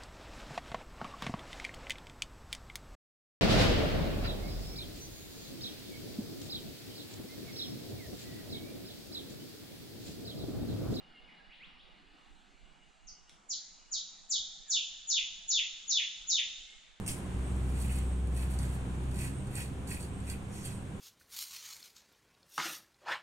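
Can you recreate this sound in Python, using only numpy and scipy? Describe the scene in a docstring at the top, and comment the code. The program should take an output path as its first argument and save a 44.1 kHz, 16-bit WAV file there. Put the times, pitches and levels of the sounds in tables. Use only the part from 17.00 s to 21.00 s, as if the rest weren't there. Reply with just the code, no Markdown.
"""A small room hisses and rumbles, and a distant engine hums through the walls.
A safety razor is raised with a quick swish, glides with a thin high song, then scrapes stubble off a
lip in short dry strokes, gliding again between them. Each stroke is a shower of tiny hair cuts that hiss
at the blade and ring in the razor's head; coarser hairs crackle and single stiff ones snap.
Past the halfway point the engine speeds up a little and its firing tone fades."""
import sys
import numpy as np
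from scipy import signal
from scipy.fft import rfft, irfft, next_fast_len
from scipy.io import wavfile

SR = 44100
rng = np.random.default_rng(int(sys.argv[2]) if len(sys.argv) > 2 else 0)


def store_pcm(level_fs):
    """Save levels as 16-bit WAV."""
    pcm = np.round(np.clip(level_fs, -1, 1) * 32767).astype(np.int16)
    wavfile.write(sys.argv[1], SR, np.atleast_2d(pcm).T)


N = 176400
TIME = np.arange(N) / SR
SIZE = next_fast_len(N + SR // 2)
FREQS = np.arange(SIZE // 2 + 1) * SR / SIZE

# room tone, the colour of its low and high layers: (frequency [Hz], relative level [dB])
RUMBLE_COLOUR = [(20, -4.5), (28, -8.5), (42, -6.5), (60, -9), (85, -0.5), (105, 2.5), (145, -6),
                 (188, -3.5), (225, -11), (290, -10.5), (380, -14), (480, -18), (700, -30.5), (1200, -70)]
HISS_COLOUR = [(280, -46), (480, -3), (651, -4), (776, -1), (859, -5), (1040, -3), (1120, -6), (1700, -9),
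               (1910, -12), (2240, -11.5), (2520, -12.5), (3470, -15.5), (4990, -25.5), (9060, -17),
               (11300, -35), (13400, -34), (15500, -50)]
# their fader rides: (time [s], level [dB])
RUMBLE_LEVEL = [(0, -40), (0.6, -39), (1.3, -40.5), (2.4, -40.5), (4, -43)]
HISS_LEVEL = [(0, -51.5), (0.3, -50), (1.1, -51), (1.28, -53.5), (1.5, -50), (1.9, -51), (2.6, -52.5),
              (4, -53.5)]
# panning of room tone and engine: (frequency [Hz], left minus right [dB])
BED_BALANCE = [(60, 0.6), (200, -3), (380, -2), (600, 0.5), (2500, 0), (6500, -1), (8600, -4), (9300, 2.5),
               (10700, -2), (12500, 1)]
# how alike the room tone is on both sides: (frequency [Hz], correlation [0 to 1])
BED_LIKENESS = [(60, 0.84), (200, 1), (380, 0.64), (700, 0.34), (1300, 0), (4400, 0), (8000, 0.89),
                (15000, 0.97)]
# engine speed: (time [s], firing rate [Hz])
FIRING_RATE = [(0.2, 62.55), (0.41, 63.08), (0.49, 63.77), (2.12, 63.44), (2.18, 64.62), (2.6, 66.58),
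               (3.9, 66.5)]
# fader ride of the firing tone: (time [s], level [dB])
FIRING_LEVEL = [(0.0, -46), (0.1, -59), (0.4, -33), (0.49, -38), (0.53, -33), (1.32, -32), (1.68, -34),
                (1.82, -39), (2.09, -35), (2.56, -50), (2.62, -43), (3.01, -46), (3.34, -42), (3.5, -55),
                (3.53, -49), (4.0, -55)]
# rides of its octave and of the overtones above: (time [s], relative level [dB])
OCTAVE_LEVEL = [(0.0, -47), (0.04, -55), (0.53, -43), (1.04, -43.5), (1.22, -60), (1.38, -43.5),
                (2.48, -41.5), (2.9, -55), (2.94, -61), (4.0, -45.5)]
OVERTONE_LEVEL = [(0, -56), (0.7, -49.5), (1.3, -52), (2.1, -52), (2.8, -54), (4, -54)]
# the engine's overtones: (multiple of the firing rate [ratio], relative level [dB])
OVERTONES = [(2.5, -2.5), (3, 1), (4, -2.5), (5.8, -9)]

# the swish as the razor is raised: (full level at [s], attack [s], hold [s], release [s], level [dB])
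SWISH_BURSTS = [(0.063, 0.00069, 0.011, .01, -42), (0.078, 0.0036, 0.016, 0.039, -35.5)]
# its colour: (frequency [Hz], relative level [dB])
SWISH_COLOUR = [(1200.0, -23), (1800.0, -13.0), (2300.0, -5), (3000.0, -4.5), (3800.0, -13.5),
                (4600.0, -9.5), (6200.0, -9.5), (7300.0, -7.5), (8700.0, 3), (9700.0, -5), (11000.0, -5.5),
                (12300.0, -14.5), (13300, -23), (15000.0, -22.5)]
# its panning: (frequency [Hz], left minus right [dB])
SWISH_BALANCE = [(6200.0, -0.3), (7300.0, -7.0), (8700.0, -4.9), (9700.0, 3.4), (11000.0, 9.4),
                 (12300.0, 4.9), (15000.0, -1.0)]
# the direct sound lags on the left: (frequency [Hz], left minus right phase [rad])
LEFT_PHASE = [(0, 0), (1300, -1.6), (2600, -1.6), (3600, -3.4), (4900, -3.9), (5300, -6), (16000, -6.3)]

# the blade glides lightly and sings:
# (full level at [s], attack [s], hold [s], release [s], pitch [Hz], resonance width [Hz], level [dB])
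GLIDES = [(0.45, 0.022, 0.059, .03, 8550, 700, -58.5), (0.512, 0.025, .09, .05, 8100, 450, -62.5),
          (1.035, 0.051, 0.11, 0.065, 8260, 500, -59), (2.34, .03, 0.075, 0.034, 8400, 500, -57.5),
          (3.075, .03, 0.13, .03, 8300, 601, -62), (3.525, .015, 0.091, 0.053, 6360, 1700, -58.5),
          (3.737, .03, .05, .04, 8100, 700, -61.5)]
# shaving strokes: (full pressure at [s], attack [s], hold [s], release [s],
# blade hiss [dB], head ring [dB], head pitch [ratio], relative crackle level [dB])
STROKES = [(0.821, 0.13, .030, 0.04, -54, -59, 1.03, -53.5),
           (0.901, 0.032, 0.085, 0.043, -53, -52.5, 1.09, -53.5),
           (1.375, 0.034, 0.039, 0.046, -51, -53, 0.97, -55.5),
           (1.521, 0.028, 0.022, 0.028, -58, -81, 1.21, -54),
           (1.596, 0.0069, 0.069, 0.073, -54, -56.5, 0.79, -66),
           (1.727, .020, 0.022, .016, -62, -68, 0.81, -56),
           (2.21, 0.042, .038, 0.038, -46.3, -47, 1.0, -49.5),
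           (2.573, 0.03, 0.034, 0.04, -44.8, -46.8, 1.0, -54),
           (2.874, 0.0058, 0.031, .020, -51, -56, 0.83, -62),
           (2.912, 0.015, 0.024, 0.034, -45.7, -47, .98, -56),
           (3.013, 0.056, 0.028, 0.024, -52, -69, 1.0, -59),
           (3.299, 0.03, 0.012, 0.028, -47, -51, 1.02, -65),
           (3.548, 0.033, 0.14, .020, -55.5, -60, 1.2, -74),
           (3.646, 0.0068, 0.022, 0.062, -47.5, -51.5, 1.01, -63)]
# colour of the hairs parting at the blade: (frequency [Hz], relative level [dB])
BLADE_COLOUR = [(3300.0, -5.5), (4000.0, -5.5), (4600.0, -3), (5150.0, -14), (6000.0, -9), (6500, -10.5),
                (7100.0, -5.5), (7800.0, -1.8), (8700.0, 2.3), (9500.0, -5.5), (10800.0, -7.5),
                (12400.0, -13.5), (14000.0, -17.5), (15400.0, -21.5)]
# panning of glides and strokes: (frequency [Hz], left minus right [dB])
RAZOR_BALANCE = [(5200.0, -0.9), (6300.0, -1.7), (7000.0, -5.3), (7800.0, -9.3), (8700.0, -7.3),
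                 (9500.0, -0.4), (10800.0, 4.3), (12300.0, 0.8), (14000.0, 0.4), (15400.0, -0.4)]
# razor head resonances: (frequency at pitch ratio 1 [Hz], width [Hz], relative level [dB])
HEAD_MODES = [(1530, 300, -6), (1942.4, 260, 0.5), (2226, 320, -0.5), (2695, 380, 1), (2830, 200, -7.5)]
# single stiff hairs snap: (time [s], relative level [dB])
SNAPS = [(0.81, -47), (0.823, -37.5), (0.8334, -44), (0.8605, -40), (0.955, -40), (0.985, -36.5),
         (1.2716, -44), (1.3638, -43), (1.374, -41), (1.5370, -41), (1.588, -33.5), (1.6292, -36.5),
         (2.034, -47), (2.1125, -43.5), (2.1429, -40), (2.158, -39), (2.189, -35), (2.4698, -46),
         (2.5541, -32.5), (2.574, -41), (2.874, -39), (2.9068, -41), (3.0067, -40), (3.028, -36.5),
         (3.2026, -47), (3.2774, -45), (3.2984, -31.5), (3.6556, -33)]

OCTAVE_TRIM_DB, OVERTONE_WAVER_DB, OVERTONE_WAVER_RAD = -1, 2, 0.3
ROOM_T60_S, BLADE_ROOM_DB, HEAD_ROOM_DB = 0.11, -1.5, -0.5
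SWISH_LOW_CUT_HZ, BLADE_LOW_CUT_HZ, HIGH_CUT_HZ = 1000, 3550, 15750
CUTS_PER_S, CUT_SPREAD_DB, CUT_WIDTH_HZ = 2400, 4.5, 530
CRACK_GAIN, FRICTION_GAIN = 0.61, 0.87   # against the pitched cuts
CATCH_DB, CATCH_RATE_HZ = 0.8, 48   # the blade catches and slips
CRACKLES_PER_S, CRACKLE_SPREAD_DB, CRACKLE_DB_PER_OCTAVE = 520, 1.8, 4
CLUMP_DB, CLUMP_RATE_HZ = 6.5, 38.6   # coarse hairs stand in clumps
SNAP_TRIM_DB, SNAP_TOP_HZ = -5.5, 12500
SNAP_ATTACK_S, SNAP_HOLD_S, SNAP_DECAY_S = 0.00063, 0.0015, 0.0014


def from_db(db):
    """Decibels to gain."""
    return 10 ** (np.asarray(db) / 20)


def rms_one(x):
    """Scale to rms 1."""
    return x / np.sqrt(np.mean(x ** 2) + 1e-20)


def in_time(rows):
    """An automation curve at every sample."""
    return np.interp(TIME, *np.transpose(rows))


def at_hz(points):
    """A curve over frequency, joined on a log axis."""
    hz, value = np.transpose(points)
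    return np.interp(np.log(FREQS + 1), np.log(hz), value)


def filtered(x, response):
    """Pass a signal through a frequency response."""
    return irfft(rfft(x, SIZE) * response, SIZE)[..., :N]


def colour(points, low_cut_hz):
    """A minimum-phase EQ with a low cut, at unit power: nothing rings ahead of a click."""
    gain = from_db(at_hz(points)) / np.sqrt(1 + (low_cut_hz / (FREQS + 50)) ** 8)
    cepstrum = irfft(np.log(rms_one(gain)), SIZE)
    cepstrum[1:SIZE // 2] *= 2
    cepstrum[SIZE // 2 + 1:] = 0
    return np.exp(rfft(cepstrum))


def panned(x, balance):
    """Pan each frequency at constant power."""
    gains = from_db(at_hz(balance) * np.array([[.5], [-.5]]))
    return filtered(x, gains / np.sqrt(np.mean(gains ** 2, axis=0)))


def drift(rate_hz):
    """Smooth random modulation at rms 1."""
    return rms_one(filtered(rng.standard_normal(SIZE), 1 / (1 + (FREQS / rate_hz) ** 2)))


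def resonance(x, hz, width_hz):
    """Two-pole resonance with gain 1 at its peak."""
    r = np.exp(-np.pi * width_hz / SR)
    feedback = [1, -2 * r * np.cos(2 * np.pi * hz / SR), r * r]
    return signal.lfilter(np.array([1, 0, -1]) * (1 - r * r) / 2, feedback, x)


def envelope(full_at, attack, hold, release):
    """Exponential rise, hold, exponential fall."""
    return np.exp(np.minimum(TIME - full_at, 0) / attack - np.maximum(TIME - full_at - hold, 0) / release)


def in_room(x, room_db):
    """The direct sound reaches the right side first; a short diffuse tail follows."""
    left_phase = np.interp(FREQS, *np.transpose(LEFT_PHASE))
    direct = filtered(x, np.exp(1j * left_phase * np.array([[1], [0]])))
    t = TIME[:SR // 2]
    tail = rng.standard_normal((2, len(t))) * from_db(-60 * t / ROOM_T60_S) * (t > .002)
    tail /= np.sqrt(np.sum(tail ** 2, axis=1, keepdims=True))
    reverb = from_db(room_db) * filtered(x, rfft(tail, SIZE))
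    return (direct + reverb) / np.sqrt(1 + from_db(2 * room_db))


def room_tone(spectrum, level):
    """A bed of noise, narrow in the bass and at the top, wide in the mids."""
    mid, side = filtered(rng.standard_normal((2, SIZE)), from_db(at_hz(spectrum)))
    alike = np.clip(at_hz(BED_LIKENESS), -.999, .999)
    stereo = filtered(mid, np.sqrt(1 + alike)) + filtered(side, np.sqrt(1 - alike)) * [[1], [-1]]
    return from_db(in_time(level)) * rms_one(panned(stereo, BED_BALANCE))


def engine():
    """A distant engine through the walls: its firing tone, the octave and a few wavering overtones."""
    phase = 2 * np.pi * np.cumsum(in_time(FIRING_RATE)) / SR
    firing = from_db(in_time(FIRING_LEVEL)) * np.sin(phase)
    octave_gain = from_db(in_time(OCTAVE_LEVEL) + OCTAVE_TRIM_DB)
    octave = octave_gain * np.sin(2 * phase + 2 * np.pi * rng.random())
    overtones = np.zeros(N)
    for multiple, db in OVERTONES:
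        gain = from_db(db + OVERTONE_WAVER_DB * drift(rate_hz=1.9))
        offset = 2 * np.pi * rng.random() + OVERTONE_WAVER_RAD * drift(rate_hz=3)
        overtones += gain * np.sin(multiple * phase + offset)
    hum = firing + octave + from_db(in_time(OVERTONE_LEVEL)) * overtones
    return panned(np.sqrt(2) * hum, BED_BALANCE)


def swish():
    """The razor is raised: a quick, bright brush with the same grit as the strokes."""
    level = np.max([from_db(db) * envelope(*shape) for *shape, db in SWISH_BURSTS], axis=0)
    brush = filtered(grit() * level, colour(SWISH_COLOUR, SWISH_LOW_CUT_HZ))
    return panned(in_room(brush, BLADE_ROOM_DB), SWISH_BALANCE)


def grit(pitch_count=18):
    """Tiny cuts ring at scattered pitches over cracks and friction, fluttering as the edge catches."""
    cuts = clicks(CUTS_PER_S, CUT_SPREAD_DB)
    pitch_index = rng.integers(0, pitch_count, N)
    rings = sum(resonance(cuts * (pitch_index == k) + 1e-18, hz, CUT_WIDTH_HZ)
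                for k, hz in enumerate(np.linspace(1500, 15500, pitch_count)))
    cracks = CRACK_GAIN * rms_one(clicks(CUTS_PER_S, CUT_SPREAD_DB))
    friction = FRICTION_GAIN * rng.standard_normal(N)
    flutter = from_db(CATCH_DB * drift(CATCH_RATE_HZ))
    return rms_one((rms_one(rings) + cracks + friction) * flutter)


def clicks(per_s, spread_db):
    """Random clicks of uneven size."""
    sizes = from_db(spread_db * np.minimum(rng.exponential(1, N), 4)) * rng.choice([-1, 1], N)
    return sizes * (rng.random(N) < per_s / SR)


def glides():
    """Light rubbing makes the blade sing, one high resonance to a glide."""
    rub = rng.standard_normal(N)
    song = np.zeros(N)
    for *shape, hz, width, db in GLIDES:
        whistle = resonance(resonance(rub, hz, width), hz, 2 * width)
        song += from_db(db) * envelope(*shape) * rms_one(whistle)
    return panned(in_room(song, BLADE_ROOM_DB), RAZOR_BALANCE)


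def strokes():
    """Cuts, crackle and snaps sound at the blade; the cuts also ring the head."""
    cuts = grit()
    pressure = np.array([envelope(*row[:4]) for row in STROKES])
    hiss_db, ring_db, pitches, crackle_db = np.array(STROKES)[:, 4:].T
    # overlapping strokes add in power
    hiss_gain, crackle_gain = np.sqrt(from_db([hiss_db, crackle_db]) ** 2 @ pressure ** 2)
    scrape = cuts * hiss_gain + crackle() * crackle_gain + snaps()
    blade = filtered(scrape, colour(BLADE_COLOUR, BLADE_LOW_CUT_HZ))
    head = sum(from_db(db) * press * head_ring(cuts, pitch)
               for db, press, pitch in zip(ring_db, pressure, pitches))
    return panned(in_room(blade, BLADE_ROOM_DB) + in_room(head, HEAD_ROOM_DB), RAZOR_BALANCE)


def crackle():
    """Coarse hairs part with sharp, bright clicks that come in clumps."""
    clumps = from_db(CLUMP_DB * np.clip(drift(CLUMP_RATE_HZ), -2, 1))
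    tilt = from_db(CRACKLE_DB_PER_OCTAVE * np.log2(np.clip(FREQS, 2000, HIGH_CUT_HZ) / 8500))
    return filtered(rms_one(clicks(CRACKLES_PER_S, CRACKLE_SPREAD_DB) * clumps), tilt)


def head_ring(cuts, pitch):
    """The head's resonances, shifted a little by how it lies on the skin."""
    ring = sum((-1) ** k * from_db(db) * resonance(cuts, hz * pitch, width)
               for k, (hz, width, db) in enumerate(HEAD_MODES))
    return rms_one(signal.sosfilt(signal.butter(2, [1300, 3400], "band", fs=SR, output="sos"), ring))


def snaps():
    """A stiff hair gives way in a burst of a few milliseconds."""
    shape = SNAP_ATTACK_S, SNAP_HOLD_S, SNAP_DECAY_S
    level = sum(from_db(db + SNAP_TRIM_DB) * envelope(at + SNAP_ATTACK_S, *shape) for at, db in SNAPS)
    bursts = level * rng.standard_normal(N)
    return signal.sosfilt(signal.butter(2, SNAP_TOP_HZ, fs=SR, output="sos"), bursts)


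def scene():
    """The razor up front, over a bed of engine hum and room tone."""
    razor = swish() + strokes() + glides()
    bed = engine() + room_tone(RUMBLE_COLOUR, RUMBLE_LEVEL) + room_tone(HISS_COLOUR, HISS_LEVEL)
    return razor + bed


def record(dry):
    """A steep high cut on the whole mix."""
    return signal.sosfilt(signal.ellip(12, .1, 90, HIGH_CUT_HZ, fs=SR, output="sos"), dry)


dry = scene()
out = record(dry)
store_pcm(out)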